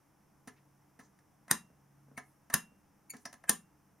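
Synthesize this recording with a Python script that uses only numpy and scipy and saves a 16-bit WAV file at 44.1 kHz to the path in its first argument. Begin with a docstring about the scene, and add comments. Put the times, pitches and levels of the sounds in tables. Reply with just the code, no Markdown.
"""A small knock sounds over a faint hum: a thumb is pushing open the sprung gate of a metal carabiner.
Three times the gate opens, with knocks and an occasional squeak, then slips free, swings back,
grazes the nose and snaps shut. Each impact excites the damped modes of the frame, and the small,
quiet workshop answers with brief reflections and a low boom."""
import sys
import numpy as np
from scipy import signal
from scipy.fft import rfft, irfft
from scipy.io import wavfile

SR = 44100
rng = np.random.default_rng(int(sys.argv[2]) if len(sys.argv) > 2 else 0)


def master_out(mix):
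    """Clip the mix to full scale and print it as 16-bit PCM to the path in sys.argv[1]."""
    frames = np.transpose(np.atleast_2d(mix))
    ceiling = np.clip(frames, -1, 1)
    pcm = np.round(ceiling * 32767).astype(np.int16)
    wavfile.write(sys.argv[1], SR, pcm)


N = 176400
T = np.arange(N) / SR
AGE = np.arange(-SR // 20, SR // 2) / SR   # seconds around one event


# The gate hits the nose. Each row: time in seconds, level in dB, left minus right in dB,
# relative level of the lingering mode in dB.
SNAPS = [(1.5125, 2, 0.7, 2.5), (2.5412, 2.5, 0.9, 6.5), (3.495, 3, 0.3, -4)]
# Touches just before a hit. Each row: nominal lead in seconds, level in dB.
GRAZES = [(0.003, -17.5), (0.0009, -11.5)]
# Spectra of the hard first impact, the crack of metal on metal, and the jolt that shakes the
# microphones through the bench. Each row: frequency in Hz, gain in dB.
IMPACT_SPECTRUM = [(300, -8), (2000, -5.5), (6500, -4.5), (9000, 0), (16000, 1.5)]
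CRACK_SPECTRUM = [(30, -13), (160, 0), (620, -9.5), (950, -0.5), (1900, -2.5), (2600, -6.5), (4300, -7),
                  (7200, 0.5), (7800, -11), (8600, 6), (11700, 2.5), (12700, -8.5), (14500, -6.5),
                  (16500, -25)]
JOLT_SPECTRUM = [(30, -6.5), (200, -2.5), (400, 3.5), (800, -8.5), (2000, -34.5)]
# Modes of the hand-damped frame and of the swinging gate.
# Each row: frequency in Hz, gain in dB, 60 dB decay time in seconds.
FRAME_MODES = [(1020, 6, .035), (1241, -4.5, 0.028), (1640, 2, .025), (1780, 6, 0.02), (3020, -4.5, .04),
               (3870, 2.5, .04), (4720, -6.5, 0.058), (5090, 1, .03), (6470, -1.5, .02), (6880, 6, 0.012),
               (11420, -4.5, .008)]
SWING_MODES = [(1150, -1, .05), (1700, -1, .02), (7895, -23, 0.0011)]
GRIND_RISE_S, GRIND_FALL_S = .0013, .0035

def snaps():
    """Impact excitation: the gate swings back, strikes the nose and grinds home; the frame rings."""
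    lingering_hz, lingering_t60 = 2756, .37   # one mode escapes the hand
    out = np.zeros((2, N))
    for s, db, pan_db, lingering_db in SNAPS:
        grazes = sum(from_db(level) * click(-lead * rng.uniform(.85, .99)) for lead, level in GRAZES)
        impact = coloured(click(0), IMPACT_SPECTRUM)
        grind = friction(GRIND_RISE_S, GRIND_FALL_S)
        crack = coloured(impact + grazes + grind, CRACK_SPECTRUM)
        # no two hits excite the modes quite alike
        modes = [(hz, gain + 2 * rng.standard_normal(), t60) for hz, gain, t60 in FRAME_MODES]
        frame = ring(click(0), modes + [(lingering_hz, lingering_db, lingering_t60)])
        hinge = from_db(7.5) * ring(friction(rise_s=.007, fall_s=GRIND_FALL_S), SWING_MODES)
        jolt = np.array([coloured(friction(.0015, .0015), JOLT_SPECTRUM) for _ in range(2)])
        stereo_gain = from_db([[db + pan_db / 2], [db - pan_db / 2]])
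        add(out, s, (crack + frame + hinge + jolt) * stereo_gain)
    return out


# The gate slips under the thumb. Each row: start in seconds, rise time in seconds,
# then the drive of thump, gate and tick, each in dB.
KNOCKS = [(0.4735, 0.0034, 0.5, -6, -21), (0.99, 0.0045, -6, -10.5, -29.5),
          (1.188, 0.0015, -40, -25, -42.5), (1.480, 0.0014, -18.5, -12, -31),
          (2.176, 0.0026, -0.5, 1.5, -18.5), (2.4996, .0017, -7.5, -2, -21.5), (3.135, 0.0038, 0, -8, -31),
          (3.167, 0.0008, -20, -40, -28.5), (3.2531, 0.002, -5.5, 0, -16.5),
          (3.328, 0.00096, -24, -12.5, -23), (3.339, 0.00095, -14, -12.5, -28.5),
          (3.4376, .0015, -26, -8.5, -34)]
# Soft bumps of the hand. Each row: time in seconds, level in dB.
BUMPS = [(1.702, -16), (2.084, -14), (2.115, -11), (2.72, -15)]
# Modes of hand and bench, of the gate and of the spring.
# Each row: frequency in Hz, gain in dB, 60 dB decay time in seconds.
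THUMP_MODES = [(255, 1, 0.075), (407, -4.5, 0.038)]
GATE_MODES = [(743, -3, 0.029), (1002, -4.5, 0.019), (1260, -2, 0.028), (1717, 3.5, .022),
              (1980, -3.5, 0.026)]
SPRING_MODES = [(5160, 4.5, 0.047), (5720, -2, 0.0106)]
# Spectrum of a knock's tick. Each row: frequency in Hz, gain in dB.
TICK_SPECTRUM = [(150, -19.5), (500, -7.5), (1500, -9), (3200, -8), (4500, -9.5), (6800, 0), (7800, -11.5),
                 (10000, 4.5), (12000, -14.5), (16000, -12.5)]

def knocks():
    """Transient excitation: brief slips and bumps set hand, bench, gate and spring ringing."""
    forces = np.zeros((3, N))
    for s, rise, *levels_db in KNOCKS:
        age = np.clip(AGE / rise, 0, 40)
        envelope = np.sqrt(age) * np.exp(-age / 2)
        add(forces, s, from_db(levels_db)[:, None] * slips(envelope))
    thump, gate, tick = forces
    for s, db in BUMPS:
        add(thump, s, from_db(db) * click(0))
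    lowpass = signal.butter(4, 1840, fs=SR, output="sos")   # keeps the knock's body dull
    body = ring(gate, GATE_MODES) + ring(thump, THUMP_MODES)
    out = signal.sosfilt(lowpass, body) + coloured(tick, TICK_SPECTRUM)
    twang = ring(friction(GRIND_RISE_S, GRIND_FALL_S), SPRING_MODES)
    add(out, 3.255, from_db(-4) * twang)   # the spring jumps once in its bore
    return out


# Hinge squeaks. Each row: peak time in seconds, half length in seconds, pitch in Hz, level in dB,
# extra gain of the overtones in dB.
SQUEAKS = [(2.176, 0.0049, 2190, -46.5, -22.5), (3.1055, 0.0058, 2252, -48.5, -10)]
# The squeak's harmonics, fundamental first. Each entry: gain in dB.
SQUEAK_HARMONICS = [3.5, 3, 11, 12.5, 12, 3, -8]

def squeaks():
    """Stick-slip oscillation: the dry hinge gives brief harmonic tones, rough in pitch and level."""
    out = np.zeros(N)
    for s, half, hz, db, overtones_db in SQUEAKS:
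        pitch = hz * (1 + .018 * drift(1310, AGE))
        phase = 2 * np.pi * np.cumsum(pitch) / SR
        tone = sum(from_db(gain + overtones_db * (k > 1)) * np.sin(k * phase)
                   for k, gain in enumerate(SQUEAK_HARMONICS, start=1))
        rasp = 1 + .56 * drift(901, AGE)
        add(out, s, from_db(db) * tone * swell(half) * rasp)
    return out


# Each row: peak time in seconds, half length in seconds, level in dB, pitch in Hz.
SQUEAK_AND_HISSES = [(0.578, 0.014, -72.5, 2250), (1.043, 0.026, -73, 6540), (2.28, 0.077, -77.5, 10500),
                     (3.15, 0.066, -71.5, 6700), (3.214, .025, -72, 10100)]

def squeak_and_hisses():
    """Narrow-band noise: a faint squeak, then soft high hisses of the sliding thumb."""
    decay_cycles = 16
    out = np.zeros(N)
    for s, half, db, hz in SQUEAK_AND_HISSES:
        band = ring(rng.standard_normal(len(AGE)), [(hz, 0, decay_cycles / hz)])
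        add(out, s, from_db(db) * band / band.std() * swell(half))
    return out


# Spectra of the echoes from bench and walls. Each row: frequency in Hz, gain in dB.
BENCH_SPECTRUM = [(100, -1), (1000, -4.5), (5000, 0.5), (16000, -4.5)]
WALL_SPECTRUM = [(60, -11), (250, -2), (1800, -6), (3400, -6), (5800, -6), (9500, -10.5), (12000, -15),
                 (16000, -15.5)]

def reflections(direct):
    """Reverberation as convolution: the bench answers at once, the walls later and for longer."""
    bench = echoes(BENCH_SPECTRUM, t60=.022, lag_s=0)
    walls = echoes(WALL_SPECTRUM, t60=.18, lag_s=.0071)
    return signal.fftconvolve(direct, bench + walls, axes=1)[:, :N]


# Low room modes. Each row: frequency in Hz, gain in dB, 60 dB decay time in seconds.
ROOM_MODES = [(166.3, 9.5, .42), (187.5, 8.5, 0.83), (209.8, 8.5, 0.23), (218.5, 13, 0.27),
              (242.6, 10, .25)]

def room_boom():
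    """Standing waves: each snap excites the low modes of the room a moment later."""
    push = np.zeros(N)
    for s, db, *_ in SNAPS:
        add(push, s, from_db(db) * click(delay_s=.0076))
    return ring(push, ROOM_MODES)


# Spectrum of the room's air. Each row: frequency in Hz, relative level in dB.
AIR_SPECTRUM = [(25, -18), (90, -9), (135, -13.5), (200, -3.5), (250, -16.5), (300, -4.5), (350, -16),
                (600, -18.5), (850, -15), (2000, -26.5), (4300, -40.5), (5600, -28.5), (7700, -35.5),
                (9500, -30.5), (15000, -33.5), (16500, -50)]
# The hum swells and fades. Each row: time in seconds, level in dB.
HUM_LEVELS = [(0, -81), (.65, -70), (1.3, -78), (1.8, -71), (2.1, -63.5), (2.35, -74), (3.05, -83),
              (3.75, -76)]

def background():
    """Ambient noise: steady room air under a hum that wavers by random frequency modulation."""
    air = np.array([unit(coloured(c, AIR_SPECTRUM)) for c in wide_noise(np.ones(N))]) * np.sqrt(N)
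    hum_hz = 139.3 + 1.3 * drift(16, T)
    hum = np.sqrt(2) * np.sin(2 * np.pi * np.cumsum(hum_hz) / SR)
    hum_db = np.interp(T, *np.transpose(HUM_LEVELS))
    return from_db(-69) * air + from_db(hum_db) * hum


# Stereo width of air and echoes. Each row: frequency in Hz, side relative to mid in dB.
WIDTH = [(100, -13.5), (600, -4.5), (1600, -13), (5000, -10.5), (9000, -0.5)]

def wide_noise(envelope):
    """Partial coherence: mid and side noises share the energy, widest in the treble."""
    mid, side = (unit(envelope * w) for w in rng.standard_normal((2, len(envelope))))
    mid = coloured(mid, [(hz, -10 * np.log10(1 + from_db(db) ** 2)) for hz, db in WIDTH])
    side = coloured(side, [(hz, -10 * np.log10(1 + from_db(-db) ** 2)) for hz, db in WIDTH])
    return np.array([mid + side, mid - side])


def echoes(spectrum, t60, lag_s):
    """Diffuse decay: dense echoes merge into exponentially dying stereo noise."""
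    t = T[:SR // 3]
    decay = np.exp(-np.log(1000) * t / t60) * (t > lag_s)
    return np.array([coloured(c, spectrum) for c in wide_noise(decay)])


def friction(rise_s, fall_s):
    """Sliding friction: slips swell and die exponentially."""
    return slips(np.exp(-np.minimum(np.maximum(-AGE / rise_s, AGE / fall_s), 20)))


def slips(envelope):
    """Broadband forcing: a run of tiny slips, whitened to favour no pitch, with unit energy."""
    force = rng.standard_normal(len(envelope)) * envelope
    window = np.tanh(10 * (envelope / envelope.max()))
    for _ in range(2):
        flat_spectrum = np.exp(1j * np.angle(rfft(force)))
        force = irfft(flat_spectrum, len(force)) * window
    return unit(force)


def click(delay_s):
    """Unit impulse: one ideal contact."""
    return 1.0 * (np.arange(len(AGE)) == SR // 20 + int(delay_s * SR))


def ring(force, modes):
    """Modal superposition: damped resonators respond in parallel to one force."""
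    out = 0
    for hz, db, t60 in modes:
        radius = from_db(-60 / (t60 * SR))
        poles = [1, -2 * radius * np.cos(2 * np.pi * hz / SR), radius ** 2]
        gain = from_db(db) * (1 - radius ** 2) / 2
        out = out + gain * signal.lfilter([1, 0, -1], poles, force + 1e-18)
    return out


def coloured(x, points):
    """Minimum-phase filtering: a causal response follows the (Hz, dB) points."""
    size = 8192
    hz, db = np.transpose(points)
    grid = np.maximum(np.arange(size // 2 + 1) * SR / size, 1)
    gain = from_db(np.interp(np.log(grid), np.log(hz), db))
    cepstrum = irfft(np.log(gain))
    cepstrum[1:size // 2] *= 2
    cepstrum[size // 2 + 1:] = 0
    response = irfft(np.exp(rfft(cepstrum)))[:size // 2]
    return signal.fftconvolve(x, response)[:len(x)]


def drift(rate_hz, t):
    """Random modulation with a spread of about one."""
    return np.interp((t - t[0]) * rate_hz, np.arange(4096), rng.standard_normal(4096))


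def swell(half_s):
    """Gaussian envelope around an event."""
    return np.exp(-np.minimum((AGE / half_s) ** 2, 20))


def from_db(db):
    """Decibels as an amplitude ratio."""
    return 10 ** (np.asarray(db) / 20)


def unit(x):
    """Normalisation to unit energy."""
    return x / np.sqrt(np.sum(x ** 2) + 1e-20)


def add(track, s, sound):
    """Superposition: one event joins the track at s seconds."""
    start = int(s * SR) - SR // 20
    part = sound[..., :N - start]
    track[..., start:start + part.shape[-1]] += part


def scene():
    """Superposition of the carabiner's direct sound, its reflections, room modes and background."""
    metal = snaps() + knocks() + squeaks() + squeak_and_hisses()
    left_delay_s = 13e-6   # the direct sound arrives on the right first
    hz = np.arange(N // 2 + 1) * SR / N
    left = irfft(rfft(metal[0]) * np.exp(-2j * np.pi * hz * left_delay_s), N)
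    return np.array([left, metal[1]]) + reflections(metal) + room_boom() + background()


def record(dry):
    """Band limiting: a steep low-pass filter stops everything above 17 kHz."""
    return signal.sosfilt(signal.cheby2(14, 60, 17000, fs=SR, output="sos"), dry)


dry = scene()
out = record(dry)
master_out(out)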